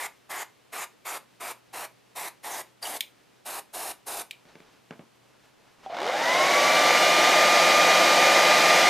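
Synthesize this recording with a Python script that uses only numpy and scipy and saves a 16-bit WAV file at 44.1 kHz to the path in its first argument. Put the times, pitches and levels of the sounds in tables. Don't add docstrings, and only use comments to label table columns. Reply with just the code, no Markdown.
import sys
import numpy as np
from scipy import signal
from scipy.fft import rfft, irfft, next_fast_len
from scipy.io import wavfile
from scipy.ndimage import uniform_filter1d

SR = 44100
rng = np.random.default_rng(int(sys.argv[2]) if len(sys.argv) > 2 else 0)


def wrap_up_sound(samples):
    columns = np.atleast_2d(samples).T
    tamed = np.clip(columns, -1, 1)
    steps = np.round(tamed * 32767).astype(np.int16)
    wavfile.write(sys.argv[1], SR, steps)


N = 392049
TIME = np.arange(N) / SR


def undb(db):
    return 10 ** (np.asarray(db) / 20)


def unit(x):
    return x / np.sqrt(np.mean(x ** 2))


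def boost_db(hz, peaks):
    return sum(db / (1 + (2 * (hz - centre) / width) ** 2) for centre, width, db in peaks)


def noise(points, peaks=(), size=N):
    n = next_fast_len(size, real=True)
    f = np.arange(n // 2 + 1) * SR / n + 1
    hz, db = np.transpose(points)
    shape_db = np.interp(np.log(f), np.log(hz), db) + boost_db(f, peaks)
    spectrum = rfft(rng.standard_normal(n)) * undb(shape_db)
    return unit(irfft(spectrum, n)[:size])


def walk(rate):
    hold = max(int(SR / rate), 1)
    steps = np.repeat(rng.standard_normal(N // hold + 1), hold)
    return unit(uniform_filter1d(uniform_filter1d(steps, hold), hold)[:N])


def band(x, low_hz, high_hz):
    edges = [low_hz, min(high_hz, .45 * SR)]
    return signal.sosfilt(signal.butter(2, edges, "bandpass", fs=SR, output="sos"), x)


def burst(decay_s):
    return rng.standard_normal(SR // 2) * np.exp(-TIME[:SR // 2] / decay_s)


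def ring(modes, pitch=1):
    t = TIME[:SR // 2]
    y = np.zeros(len(t))
    for hz, db, t60 in modes:
        y += undb(db) * np.sin(2 * np.pi * hz * pitch * t) * np.exp(-np.log(1000) * t / t60)
    return y / np.abs(y).max()


def unsteady_phase(hz, width_hz):
    jitter = np.sqrt(width_hz * SR / (2 * np.pi)) * rng.standard_normal(len(hz))
    return 2 * np.pi * np.cumsum(hz + jitter) / SR


def add(out, s, sound):
    i = max(int(s * SR), 0)
    out[i:i + len(sound)] += sound[:N - i]


# hz, relative level_db
AMBIENCE_SPECTRUM = [(18, -52), (30, -29), (48, -23), (97, -15), (129, -10.5), (171, -7.5), (288, -8.5),
                     (394, -8.5), (2130, -14.5), (2630, -14), (12200, -28.5), (15000, -34)]
AMBIENCE_DB = -62.5
# mean pitch_hz, mean level_db
HUM_TONES = [(59, -87.5), (124, -73.5)]


def ambience():
    hum = np.zeros(N)
    for hz, db in HUM_TONES:
        phase = 2 * np.pi * np.cumsum(hz + 2 * walk(24)) / SR
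        hum += undb(db + 2 * walk(4.7)) * np.sin(phase)
    flicker_db = .7 * walk(23)
    return undb(AMBIENCE_DB + flicker_db) * noise(AMBIENCE_SPECTRUM) + hum


RUSH_DB, HOLLOW_DB, HISS_DB, SIZZLE_DB = -36.5, 12, -43, -49
RUSH_PITCH, RUSH_OCTAVES_PER_S = 1.067, -0.051
RUSH_DB_PER_S, HOLLOW_DB_PER_S, HISS_DB_PER_S, SIZZLE_DB_PER_S = -0.85, -2.4, 0.18, 1
RUSH_GROWTH, SIZZLE_GROWTH = 0.35, 1.9
# start_s, end_s, flow_db
SPURTS = [(-.05, 0.064, 2), (.296, 0.43, 0), (0.725, 0.844, 0.2), (1.052, 1.174, 0.8), (1.403, 1.519, 0),
          (1.733, 1.855, -1), (2.156, 2.284, 0.5), (2.435, 2.613, -.3), (2.822, 2.972, 1.5),
          (3.455, 3.595, 0.5), (3.735, 3.918, 2), (4.066, 4.219, 2)]
# hz before the pitch drift, relative level_db
RUSH_SPECTRUM = [(100, -36), (220, -18.5), (350, -6.5), (550, -5.5), (760, 3), (1100, 0.5), (1500, -9),
                 (2050, -10), (2900, -11), (4500, -23.5), (9000, -41)]
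# hz, relative level_db
HISS_SPECTRUM = [(800, -23), (2500, -11), (3700, 3.5), (5200, 1.5), (7000, 3), (8000, 3.5), (10500, 1.5),
                 (11600, -2), (13000, 7), (14000, -5), (14700, -22), (15500, -40)]
# hz, relative level_db
SIZZLE_SPECTRUM = [(5000, -11), (7800, -53), (8600, 7), (9500, 1), (10500, 5), (11800, -0.5), (13000, -3),
                   (14000, -8), (15000, -35)]
# centre_hz, width_hz
HOLLOW_RING = (2070, 970)


def airbrush(open_s=0.0059, shut_s=0.007, flutter_db=-0.1, spit_db=1.07):
    rush, hiss = np.zeros(N), np.zeros(N)
    size = SR // 3
    for start, end, flow_db in SPURTS:
        t = max(start - .03, 0) + TIME[:size]
        opening = (1 + np.tanh((t - start) / open_s - .5)) / 2
        valve = opening * np.exp(-np.maximum(t - end, 0) / shut_s)
        pitch = RUSH_PITCH * 2 ** (RUSH_OCTAVES_PER_S * start)
        rush_db = RUSH_DB + RUSH_DB_PER_S * start + RUSH_GROWTH * flow_db
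        hiss_db = HISS_DB + HISS_DB_PER_S * start + flow_db
        sizzle_db = SIZZLE_DB + SIZZLE_DB_PER_S * start + SIZZLE_GROWTH * flow_db
        spectrum = [(hz * pitch, db) for hz, db in RUSH_SPECTRUM]
        hollow = (*HOLLOW_RING, HOLLOW_DB + HOLLOW_DB_PER_S * start)
        impact = noise(spectrum, [hollow], size=size)
        jet = undb(hiss_db) * noise(HISS_SPECTRUM, size=size)
        jet += undb(sizzle_db) * noise(SIZZLE_SPECTRUM, size=size)
        add(rush, t[0], valve * undb(rush_db) * impact)
        add(hiss, t[0], valve * jet)
    return rush * undb(flutter_db * walk(70)) + hiss * undb(spit_db * walk(200))


# start_s, length_s, pitch_hz, level_db
WHISTLES = [(0.018, .055, 7300, -45), (0.348, .1, 6930, -45), (0.771, 0.084, 7050, -43.5),
            (1.066, 0.06, 7160, -43.5), (2.502, .069, 6270, -43.5)]


def whistles(width_hz=560):
    out = np.zeros(N)
    for s, length, hz, db in WHISTLES:
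        n = int(length * SR)
        tone = np.sqrt(2) * np.sin(unsteady_phase(np.full(n, hz), width_hz))
        add(out, s, undb(db) * signal.windows.tukey(n, .5) * tone)
    return out


# start_s, settled pitch_hz, level_db
SQUEAKS = [(2.825, 4610, -29), (2.852, 2900, -32)]


def squeaks(attack_s=0.0035, decay_s=0.01, overshoot_hz=650, settle_s=0.0034, width_hz=80, octave_db=-8):
    out, t = np.zeros(N), TIME[:SR // 10]
    for s, hz, db in SQUEAKS:
        phase = unsteady_phase(hz + overshoot_hz * np.exp(-t / settle_s), width_hz)
        envelope = np.minimum(t / attack_s, 1) * np.exp(-np.maximum(t - attack_s, 0) / decay_s)
        tone = np.sin(phase) + undb(octave_db) * np.sin(2 * phase)
        add(out, s, undb(db) * envelope * tone)
    return out


# start_s, level_db, pitch_factor, dull clack_db relative to the ring
CLICKS = [(3.0073, -9.5, 1.0, -7.5), (4.3098, -23.5, 0.9, 1.5)]
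# hz at pitch factor 1, relative level_db, t60_s
METAL_MODES = [(2280, -7, .02), (2620, -13, .012), (3270, 0, .018), (3520, -5, .016), (3900, -6, .012),
               (5400, -12, .007), (8550, -9, .005), (8560, -41, .3), (10000, -9, .005), (11800, -5, .005),
               (12730, -8, .008)]


def trigger(snap_db=-14):
    out = np.zeros(N)
    for s, db, pitch, clack_db in CLICKS:
        clack = undb(clack_db) * band(burst(decay_s=0.0038), low_hz=2030, high_hz=4250)
        snap = undb(snap_db) * burst(decay_s=0.0039)
        add(out, s, undb(db) * (ring(METAL_MODES, pitch) + clack + snap))
    return signal.sosfilt(signal.butter(8, 1950, "highpass", fs=SR, output="sos"), out)


BOUNCE_S, BOUNCE_RATIO, BOUNCE_DB, BOUNCE_SOFTENING = .018, 0.5, -14.5, 1.4


def bounces(s, db, contact_ms, count=3):
    blows = [(s, db, contact_ms)]
    times = s + np.cumsum(BOUNCE_S * BOUNCE_RATIO ** np.arange(count))
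    for k, at in enumerate(times):
        blows.append((at, db + BOUNCE_DB, contact_ms * BOUNCE_SOFTENING ** k))
    return blows


# start_s, level_db before filtering, contact_ms
KNOCKS = [(4.4535, -42, .06), (4.555, -34.5, .22), (4.603, -38, .08), (4.9082, -23, .36),
          (4.9935, -27, 1.3)]
# hz, relative level_db, t60_s
BENCH_MODES = [(179, 2, 0.048), (248, 0.5, 0.06), (355, -2, 0.042), (440, -4, 0.049), (577, -1, 0.035),
               (800, -6, 0.017), (1110, -22, 0.012), (1570, 1, 0.013), (2200, 3, 0.0089), (3370, -8, .01)]


def knocks(crack_db=-4, rattle_db=-8):
    out = np.zeros(N)
    for s, db, contact_ms in [blow for knock in KNOCKS for blow in bounces(*knock)]:
        rattle = undb(rattle_db) * band(burst(decay_s=0.021), low_hz=200, high_hz=1200)
        blow = ring(BENCH_MODES) + undb(crack_db) * burst(decay_s=0.0021) + rattle
        keep = np.exp(-2 * np.pi * 1000 / (contact_ms * SR))
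        add(out, s, undb(db) * signal.lfilter([1 - keep], [1, -keep], blow))
    return band(band(out, low_hz=145, high_hz=4200), low_hz=145, high_hz=9000)


# centre_s, half_length_s, level_db
RUSTLES = [(4.506, 0.041, -56), (4.694, 0.11, -60.5), (5.547, 0.4, -64), (5.86, 0.053, -56)]


def sleeve(grain_db=2):
    swell = sum(undb(db) * np.exp(-((TIME - s) / length) ** 2) for s, length, db in RUSTLES)
    cloth = [(100, -5), (250, 0.5), (900, 2), (1500, -3), (2400, -5.0), (6000, -13), (14000, -40)]
    return swell * undb(grain_db * walk(60)) * noise(cloth)


# start_s, level_db, pitch_factor
SWITCH_KNOCKS = [(5.833, -51, 0.78), (5.862, -25.5, 0.99), (5.899, -28, .86), (5.926, -25, 0.91)]
# hz at pitch factor 1, relative level_db, t60_s
SHELL_MODES = [(650, -10, 0.055), (777, -1, 0.13), (900, -16, .04), (1195, -21, .04), (3420, -18, 0.032)]


def switch():
    out = np.zeros(N)
    for s, db, pitch in SWITCH_KNOCKS:
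        add(out, s, undb(db) * ring(SHELL_MODES, pitch))
    return band(out, low_hz=380, high_hz=6000)


STRAIN_ENDS = .6
# hz, relative level_db
CHATTER_SPECTRUM = [(90, -40), (250, -26), (750, 5.5), (1200, -4), (1800, -13), (4000, -13.5), (12000, -49)]


def starting_motor(speed, turns, growl_db=-30, chatter_db=-21, chatter_turns=0.33, release=0.013,
                   growl_power=3.6, growl_rough=0.44):
    strain = speed / STRAIN_ENDS * (1 - np.tanh((speed - STRAIN_ENDS) / release)) / 2
    growl = strain ** growl_power * (1 + growl_rough * walk(90))
    growl *= np.sin(2 * np.pi * 5 * turns)
    chatter = strain * np.exp(-(turns % 1) / chatter_turns) * noise(CHATTER_SPECTRUM)
    return band(undb(growl_db) * growl + undb(chatter_db) * chatter, low_hz=230, high_hz=12100)


MOTOR_ON_S, SPIN_UP_S = 5.89, .235
SHAFT_HZ = 172.7
# multiple of the shaft rate (rounded for pitch, as given for resonance),
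# level_db at full speed before resonance, extra level_db at standstill
FAN_ORDERS = [(1, -50, -50), (2, -44.5, -19), (4, -40.5, -5), (5, -40, 20), (5.95, -43, 0), (7, -27.5, 2),
              (9, -51, 2), (10, -43, 5), (14.5, -35.5, 3), (17, -61, -3), (21, -49, -3), (25, -41.5, -15),
              (28.1, -47, -2), (35.2, -48, 0)]
# centre_hz, width_hz, boost_db
BARREL = [(2084, 460, 11), (2887, 170, 5), (3600, 710, 2.5), (4900, 170, 3.5), (5820, 260, 2.5),
          (6630, 270, 3.5), (13400, 900, 5.5)]
# centre_hz, width_hz, boost_db
SHELL_BOOST = [(780, 53, 6)]


def fan_tones(speed, turns, flutter=0.16):
    out = np.zeros(N)
    for multiple, db, slow_db in FAN_ORDERS:
        angle = 2 * np.pi * round(multiple) * turns
        tone = (1 + flutter * walk(60)) * np.cos(angle) + flutter * walk(60) * np.sin(angle)
        resonance_db = boost_db(multiple * SHAFT_HZ * speed, BARREL + SHELL_BOOST)
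        out += np.sqrt(2) * tone * undb(db + slow_db * (1 - speed) + resonance_db)
    return out * np.clip(speed / 0.51, 0, 1) ** 2


AIR_DB, DEFLECTED_DB = -20.5, -27.5
AIR_STANDSTILL_DB, DEFLECTED_STANDSTILL_DB = -27, -16.5
APPROACH_DB_PER_S, WAVE_RATE_HZ, WAVE_DB = 0.65, 3.25, 0.75
MAINS_HZ, MAINS_RIPPLE = 60, 0.01
# hz, relative level_db before resonance
BLOW_SPECTRUM = [(40, -60), (100, -35), (170, -19), (350, -8.5), (440, -10.5), (620, 2), (1100, -10),
                 (1500, -10.5), (2600, -13), (3600, -12), (6000, -16), (9700, -26.5), (13600, -32),
                 (14450, -50), (14900, -66)]
# hz, relative level_db
TURBULENCE_SPECTRUM = [(60, -54), (170, -16.5), (330, -17), (440, -20), (500, 2.5), (630, 1), (760, 3.5),
                       (950, -10), (1400, -2), (3000, -42)]


def hair_dryer(tone_db=-0.86, speed_wander=0.00153, eddy_db=0.9, switch_on_s=0.033, treble_power=1.5, mains_db=-70):
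    age = np.maximum(TIME - MOTOR_ON_S, 0)
    running = np.minimum(age / switch_on_s, 1)
    speed = 1 - np.exp(-age / SPIN_UP_S)
    near = running * undb(AIR_STANDSTILL_DB * (1 - speed) + APPROACH_DB_PER_S * age)
    mains = np.sin(2 * np.pi * MAINS_HZ * TIME)
    shaft_hz = SHAFT_HZ * speed * (1 + speed_wander * walk(6) + MAINS_RIPPLE * mains)
    turns = np.cumsum(shaft_hz) / SR
    air = noise(BLOW_SPECTRUM, BARREL)
    dull = signal.sosfilt(signal.butter(1, 3000, fs=SR, output="sos"), air)
    air = undb(AIR_DB) * near * (dull + speed ** treble_power * (air - dull))
    deflected_db = DEFLECTED_DB + DEFLECTED_STANDSTILL_DB * (1 - speed)
    deflected_db += WAVE_DB * walk(WAVE_RATE_HZ) + eddy_db * walk(90)
    rush = running * undb(deflected_db) * noise(TURBULENCE_SPECTRUM)
    hum = speed * undb(mains_db) * mains
    whine = undb(tone_db) * near * fan_tones(speed, turns)
    return air + rush + hum + whine + starting_motor(speed, turns)


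def bench_echo(x, delay_ms=1.295, sway_ms=0.11, echo_db=-14, low_hz=2700):
    delay_s = (delay_ms + sway_ms * walk(2.5)) / 1000
    return x + undb(echo_db) * np.interp(TIME - delay_s, TIME, band(x, low_hz=low_hz, high_hz=16000))


def room(x, wet_db, low_t60=0.23, high_t60=0.19, treble_db=-3):
    t = TIME[:SR // 2]
    scatter = rng.standard_normal(len(t)) * np.clip((t - .004) / 0.0097, 0, 1)
    low = signal.sosfilt(signal.butter(1, 3000, fs=SR, output="sos"), scatter)
    fade_low, fade_high = (np.exp(-np.log(1000) * t / t60) for t60 in (low_t60, high_t60))
    tail = low * fade_low + undb(treble_db) * (scatter - low) * fade_high
    return undb(wet_db) * signal.fftconvolve(x, tail / np.linalg.norm(scatter * fade_low))[:N]


def port_difference(x, db, low_hz):
    scatter = burst(decay_s=.003)[:SR // 50]
    treble = band(band(x, low_hz, high_hz=17800), low_hz, high_hz=17800)
    return undb(db) * signal.oaconvolve(treble, scatter / np.linalg.norm(scatter))[:N]


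def scene():
    spray = bench_echo(airbrush(), delay_ms=0.76, sway_ms=0.128, echo_db=-12, low_hz=900)
    tools = spray + whistles() + squeaks() + trigger() + knocks() + switch()
    dryer = bench_echo(hair_dryer())
    mid = tools + dryer + sleeve() + ambience()
    mid += room(tools, wet_db=-10.5) + room(dryer, wet_db=-16.0)
    side = port_difference(tools, db=-10, low_hz=7750)
    side += port_difference(dryer, db=-36, low_hz=4000)
    side += room(band(tools + dryer, low_hz=60, high_hz=980), wet_db=-23.5)
    side += undb(-64) * noise([(50, -18), (130, 0), (400, 3.5), (2500, -15.5), (14000, -22.5)])
    return np.array([mid + side, mid - side])


TOP_HZ = 15300


def record(dry):
    return signal.sosfilt(signal.ellip(8, .2, 70, TOP_HZ, fs=SR, output="sos"), dry)


dry = scene()
out = record(dry)
wrap_up_sound(out)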